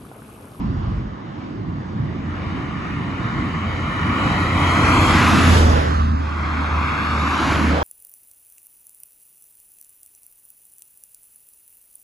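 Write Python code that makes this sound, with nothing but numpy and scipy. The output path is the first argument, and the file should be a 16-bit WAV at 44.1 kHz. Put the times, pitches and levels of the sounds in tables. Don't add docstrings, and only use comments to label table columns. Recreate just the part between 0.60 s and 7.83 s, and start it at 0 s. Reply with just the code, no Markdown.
import sys
import numpy as np
from scipy import signal
from scipy.fft import rfft, irfft
from scipy.io import wavfile
from scipy.ndimage import uniform_filter1d

SR = 44100
rng = np.random.default_rng(int(sys.argv[2]) if len(sys.argv) > 2 else 0)


def how_loud(loudness_db):
    steps = np.asarray(loudness_db, float) / 20
    return 10 ** steps


def pcm_store(signal):
    levels = np.round(np.clip(np.atleast_2d(signal), -1, 1) * 32767)
    wavfile.write(sys.argv[1], SR, levels.astype(np.int16).T)


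N = 318843
FRAME = 1024
SPEED_M_S, LANE_M = 22.22, 5.44
ABREAST_S, PAST_S, TURN_S = -.2, 0.16, 0.038
CAR_FROM_S = 5.3
FAR_ROAD_DB = (-47.5, -42, -63, -64.5, -42.5, -37)


def curve(table, t):
    s, value = np.transpose(table)
    return np.interp(t, s, value)


def walk(rate, shape):
    size = max(int(4 * SR / FRAME / rate), 1)
    drift = uniform_filter1d(uniform_filter1d(rng.standard_normal(shape), size), size)
    return drift / drift.std()


def frames(x):
    hz, t, z = signal.stft(x, SR, nperseg=FRAME, noverlap=3 * FRAME // 4)
    return hz[:, None], t, z


def sound(z):
    return signal.istft(z, SR, nperseg=FRAME, noverlap=3 * FRAME // 4)[1][..., :N]


def total_db(db):
    return 10 * np.log10(np.sum(how_loud(db) ** 2, axis=0))


def bump(since, centre_s, width_s):
    return np.exp(-((since - centre_s) / width_s) ** 2)


# passes_s, length_m, boom_db and upper_boom_db when beside us
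VEHICLES = [
    (-1.36, 4, -33, -30.5),
    (4.76, 11.5, -21.5, -20.5),
    (7, 2.6, -33, -27.5),
]


def places(t):
    passes, length = np.transpose(VEHICLES)[:2, :, None]
    since = t - passes
    along = np.abs(SPEED_M_S * since)
    axle_along = np.maximum(along - length / 2, 0)

    def turn(s):
        return .5 + .5 * np.tanh((since - s) / TURN_S / 2)

    middle = LANE_M / np.hypot(along, LANE_M)
    axle = LANE_M / np.hypot(axle_along, LANE_M)
    return since, middle, axle, turn(ABREAST_S), turn(PAST_S)


# howl_db, rasp_db, hiss_db
TREADS = [
    (6.5, -11, -18),
    (-3.5, -2.5, -21),
    (-8.5, -5.5, -25),
]
# time_s, level_db
LEAVING_ROAR = [
    (0, -41.5),
    (.6, -45),
    (1.2, -44),
    (2.2, -48.5),
]
# time_s, level_db
TRUCK_ROAR = [(1.3, -50.5), (1.9, -36), (3.3, -29.5), (4.3, -20), (4.97, -19), (5.08, -25), (5.36, -25),
              (5.57, -31.5), (5.78, -34)]
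# time_s, level_db
CAR_ROAR = [(5.52, -49), (5.68, -33), (5.85, -28.5), (6.2, -26), (6.6, -23.5), (6.92, -22.5), (7.02, -26.5),
            (7.23, -29.5)]


def traffic(t):
    near_db = (14.6, 7.7, 1.55)
    gone_db = (0.4, -11, 0.6)
    since, _, close, _, past = places(t)
    length, low, upper = np.transpose(VEHICLES)[1:, :, None]
    since = since - length / 2 / SPEED_M_S
    roar = np.array([curve(level, t) for level in (LEAVING_ROAR, TRUCK_ROAR, CAR_ROAR)])
    tail = bump(since, 0.14, 0.2)
    body = bump(since, -0.047, 0.27)
    howl, rasp, hiss = [roar + np.array(db)[:, None] + near * tail + gone * past
                        for db, near, gone in zip(zip(*TREADS), near_db, gone_db)]
    rasp = rasp + 1 * bump(since, 0.29, 0.2)
    hiss = hiss + 6 * close + 3.5 * body
    fall_db = 13.5 * np.log10(close)
    boom_db = low + fall_db - 6 * past
    upper_db = upper + fall_db + 5.5 * body - 8 * past
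    return [roar, howl, rasp, hiss, boom_db, upper_db]


def heard(t):
    return [total_db(np.vstack([db, far + 0 * t])) for db, far in zip(traffic(t), FAR_ROAD_DB)]


def bearing(t):
    stray = 0.04
    since, close, _, abreast, past = places(t)
    power = how_loud(traffic(t)[0]) ** 2
    far = np.maximum(1 / close - 1.3, 0) * (1 - past)
    scatter = stray + .021 * far + 0.83 * bump(since, 0.22, 0.26)
    shares = np.array([1 - abreast, abreast - past + stray, past + .018 * far, scatter])
    ways = (shares * power).sum(axis=1)
    ways[3] += how_loud(FAR_ROAD_DB[0]) ** 2
    coming = np.where(t < CAR_FROM_S, close[1], close[2])
    going = np.where(since[2] < ABREAST_S, close[1], close[2])
    ahead_stretch = .955 + .23 * coming ** .75
    behind_stretch = np.where(since[1] < ABREAST_S, 1.0, np.maximum(.27 + 1.5 * going, .77))
    return [ahead_stretch, behind_stretch, *(ways / ways.sum(axis=0))]


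# pitch_hz, lead_turns
AHEAD_TRUCK = [(400, 0), (750, .08), (1000, .05), (1300, .2), (1600, .5), (1850, .93), (2250, 1.03),
               (2650, 1.5), (2900, 2.0), (3270, 2.44), (3430, 2.56), (3750, 3.0), (4050, 3.03), (4300, 3.5),
               (4650, 4.0), (4930, 4.44), (5100, 4.55), (5480, 5.0), (5750, 5.5), (6100, 6.0)]
# pitch_hz, lead_turns
AHEAD_CAR = [(400, 0), (750, .1), (1050, .02), (1450, .22), (1680, .45), (1830, .55), (2000, .9),
             (2300, 1.02), (2850, 1.45), (3000, 1.55), (3200, 2.0), (3750, 2.32), (4050, 2.0), (4300, 2.02),
             (4520, 2.5), (4750, 3.0), (5100, 3.0), (5400, 3.3), (5800, 3.0)]
# pitch_hz, lead_turns
BEHIND = [(0, 0), (200, -.07), (450, -.27), (750, -.47), (1350, -.55), (1700, -.75), (2600, -.88),
          (3300, -1.05), (3900, -1.46), (4400, -1.55), (5100, -2.0), (5900, -2.03), (6500, -2.35)]


def arrive(z, hz, t):
    ahead_stretch, behind_stretch, *power = bearing(t)
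    power = [np.abs(p) + 0 * hz for p in power]
    power[2] = power[2] * np.clip(1000 / (hz + 1), .55, 2.5) ** 1.5
    power[3] = power[3] * np.clip(hz / 400, .15, 1) * (1 + (hz / 6000) ** 2)
    share = np.sqrt(power / sum(power))
    truck, car = (np.interp(hz / ahead_stretch, *np.transpose(comb)) for comb in (AHEAD_TRUCK, AHEAD_CAR))
    turns = np.where(t < CAR_FROM_S, truck, car)
    share[0] *= 1 + 0.061 * np.cos(2 * np.pi * turns)
    ahead = np.exp(1j * np.pi * turns) * how_loud(0.54)
    shade_db = -0.5 - 1.96 * np.exp(-(np.log(hz / 1300 + 1e-9) / 0.79) ** 2)
    lag = np.interp(hz / behind_stretch, *np.transpose(BEHIND))
    behind = np.exp(1j * np.pi * lag) * how_loud(shade_db)
    front, beside, rear = share[0] * z[0], share[1] * z[1], share[2] * z[2]
    left = front * ahead + rear * behind + beside + share[3] * z[3]
    right = front / ahead + rear / behind + beside + share[3] * z[4]
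    return np.array([left, right])


def coloured(spectrum, move_db, swell_db, flicker_db, patch_hz):
    hz, t, z = frames(rng.standard_normal((5, N)))
    at, db = np.transpose(spectrum)
    rest = how_loud(np.interp(np.log(hz + 1), np.log(at), db, left=-120, right=-120))
    rest = rest / np.sqrt(np.mean(rest ** 2))
    patch_bands = max(int(patch_hz / hz[1, 0]), 1)
    patches = uniform_filter1d(walk(11.4, z[0].shape), size=patch_bands, axis=0)
    drift = swell_db * walk(6.5, len(t)) + flicker_db * patches / patches.std()
    return sound(arrive(z, hz, t) * rest * how_loud(move_db(hz, t) + drift))


# pitch_hz, level_db (per Hz)
TYRE = [(250, -22), (400, -7), (600, -6), (850, -3), (1150, 2.5), (1500, -2), (2200, -6.5), (3200, -11.5),
        (5000, -19.5), (6500, -21.5), (7800, -26.5), (9200, -22), (11000, -28.5), (11900, -33)]
# pitch_hz, level_db
PARTS = [
    (570, -0.5),
    (1120, 2.5),
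    (2250, -1.5),
    (5000, -11.5),
    (9000, -11.5),
]


def tyres():
    def move_db(hz, t):
        roar, howl, rasp, hiss = heard(t)[:4]
        at, near_db = np.transpose(PARTS)
        change = np.array([howl - roar, 0 * t, rasp - roar, hiss - roar, hiss - roar]) - near_db[:, None]
        change[-1] = 1.52 * change[-1] + 0.31 * (roar + 22) - 7.9 * bearing(t)[4]
        weight = [np.interp(np.log(hz + 1), np.log(at), row) for row in np.eye(len(at))]
        return roar + sum(w * c for w, c in zip(weight, change))
    return how_loud(4.5) * coloured(TYRE, move_db, swell_db=.8, flicker_db=1.4, patch_hz=400)


# middle_s, half_length_s, thud_db, buffeting_db
GUSTS = [(.02, 0.12, -33, -23.5), (0.292, .2, -29, -29), (1.105, 0.17, -54.5, -29.5),
         (1.445, 0.089, -37, -25), (1.76, .2, -37.5, -30.5), (2.35, 0.49, -44, -29),
         (2.892, 0.23, -40, -26.5), (3.4, 0.32, -34.5, -29.5), (4.146, 0.48, -32, -30.5),
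         (4.62, 0.17, -28, -33), (5.036, .15, -22.5, -21.5), (5.45, 0.15, -29, -32), (5.95, 0.25, -39, -40),
         (6.6, .4, -42, -37), (7.0, .22, -41, -30)]


def gusts(t):
    s, half, thud, buffet = np.transpose(GUSTS)[:, :, None]
    shape_db = -np.minimum(6.0 * ((t - s) / half) ** 4, 90)
    calm_db = -65.5 + 0 * t
    return total_db(np.vstack([thud + shape_db, calm_db])), total_db(buffet + shape_db)


# pitch_hz, level_db (per Hz)
BOOM = [(45, -22), (62, -6), (85, -1), (115, 3.5), (150, -4.5), (185, -0.5), (260, -3), (300, -2.5),
        (370, -12.5), (480, -25), (700, -30.5)]


def boom():
    def move_db(hz, t):
        low, upper = heard(t)[4:]
        buffet = gusts(t)[1]
        low, upper = total_db([low, buffet]), total_db([upper, buffet - 11])
        blend = np.clip(np.log(hz / 150 + 1e-9) / np.log(1.7), 0, 1)
        return low + blend * (upper - low + .5)
    lean = how_loud(np.array([[-.7], [.7]]))
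    return how_loud(3.0) * coloured(BOOM, move_db, swell_db=0.9, flicker_db=1.65, patch_hz=120) * lean


# pitch_hz, level_db (per Hz)
WIND = [(18, -37.5), (30, -23), (42, -9), (60, -6.5), (90, -9), (140, -15.5), (220, -30.5)]


def wind():
    t = np.arange(0, N, 64) / SR
    gust = np.interp(np.arange(N) / SR, t, gusts(t)[0])
    hz = np.fft.rfftfreq(N, 1 / SR)
    at, db = np.transpose(WIND)
    colour = how_loud(np.interp(np.log(hz + 1), np.log(at), db, right=-120))
    mid, side = irfft(rfft(rng.standard_normal((2, N))) * colour, N)
    both = mid + how_loud(-17) * side * np.array([[1], [-1]])
    return how_loud(gust + 2.5) * both / mid.std()


# time_s, level_db
EXHAUST = [(.9, -46), (1.5, -30.5), (2.2, -38), (3.4, -28), (4.75, -19.5), (4.9, -11.5), (5.0, -14.5),
           (5.13, -13.5), (5.22, -22), (5.36, -17), (5.78, -24.5), (6.17, -21.5), (6.38, -28.5),
           (6.6, -21.5), (6.8, -31), (7.12, -16.5), (7.23, -25)]
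# multiple, level_db
HARMONICS = [
    (1, -1),
    (2, -19.5),
    (3, -18.5),
    (4, -32),
]


def exhaust():
    firing_hz, speed_m_s, passes_s, pipe_m = 81.4, 23.5, 4.99, 4
    t = np.arange(N) / SR
    along = speed_m_s * (t - passes_s)
    hz = firing_hz * (1 - speed_m_s / 343 * along / np.hypot(along, pipe_m))
    grid = np.linspace(0, N / SR, 4 * N // FRAME)
    waver, throb = (np.interp(t, grid, walk(rate, len(grid))) for rate in (6.0, 14.0))
    phase = 2 * np.pi * np.cumsum(hz * (1 + 0.00411 * waver)) / SR
    note = sum(how_loud(h_db) * np.sin(k * phase + k * k) for k, h_db in HARMONICS)
    fade_in = np.clip((t - .6) / 0.62, 0, 1)
    return np.sqrt(2) * note * how_loud(curve(EXHAUST, t) + 0.63 * throb) * fade_in


def scene():
    return tyres() + boom() + exhaust() * how_loud(np.array([[-.5], [.5]])) + wind()


def blocks(v):
    rows, cols = (np.arange(size) // 4 * 4 + 2 for size in v.shape)
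    power = uniform_filter1d(uniform_filter1d(abs(v) ** 2, size=4, axis=0), size=4)
    tiles = np.ix_(rows.clip(max=v.shape[0] - 1), cols.clip(max=v.shape[1] - 1))
    return 10 * np.log10(power[tiles] + 1e-20)


def low_pass(x):
    return signal.sosfilt(signal.butter(12, 12740, fs=SR, output="sos"), x)


def record(dry):
    joined_hz, flip_low_hz, flip_high_hz, top_hz = 6250, 8150, 10100, 11750
    hz, t, (left, right) = frames(dry)
    flutter = walk(30, (len(hz), len(t)))[::12].repeat(12, axis=0)[:len(hz)]
    edge = hz + 110 * flutter
    turned = (edge > flip_low_hz) & (edge < flip_high_hz)
    mid, side = (left + right) / 2, (left - right) / 2
    lead_db = blocks(mid) - blocks(side)
    gap_db = np.interp(hz, [500, 2000, 6000], [12, 6.5, 4.5])
    mid = mid * ~((hz > 500) & (lead_db < -gap_db))
    side = side * ~((hz > 1900) & (lead_db > gap_db))
    joined = edge > joined_hz
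    left = left * (abs(left) > how_loud(-96))
    mid = np.where(joined, left * ~turned, mid)
    side = np.where(joined, left * turned, side)
    wet = sound(np.array([mid + side, mid - side]) * (edge < top_hz))
    mix = np.tanh(.5 * wet) / .5
    return low_pass(mix)


dry = scene()
out = record(dry)
pcm_store(out)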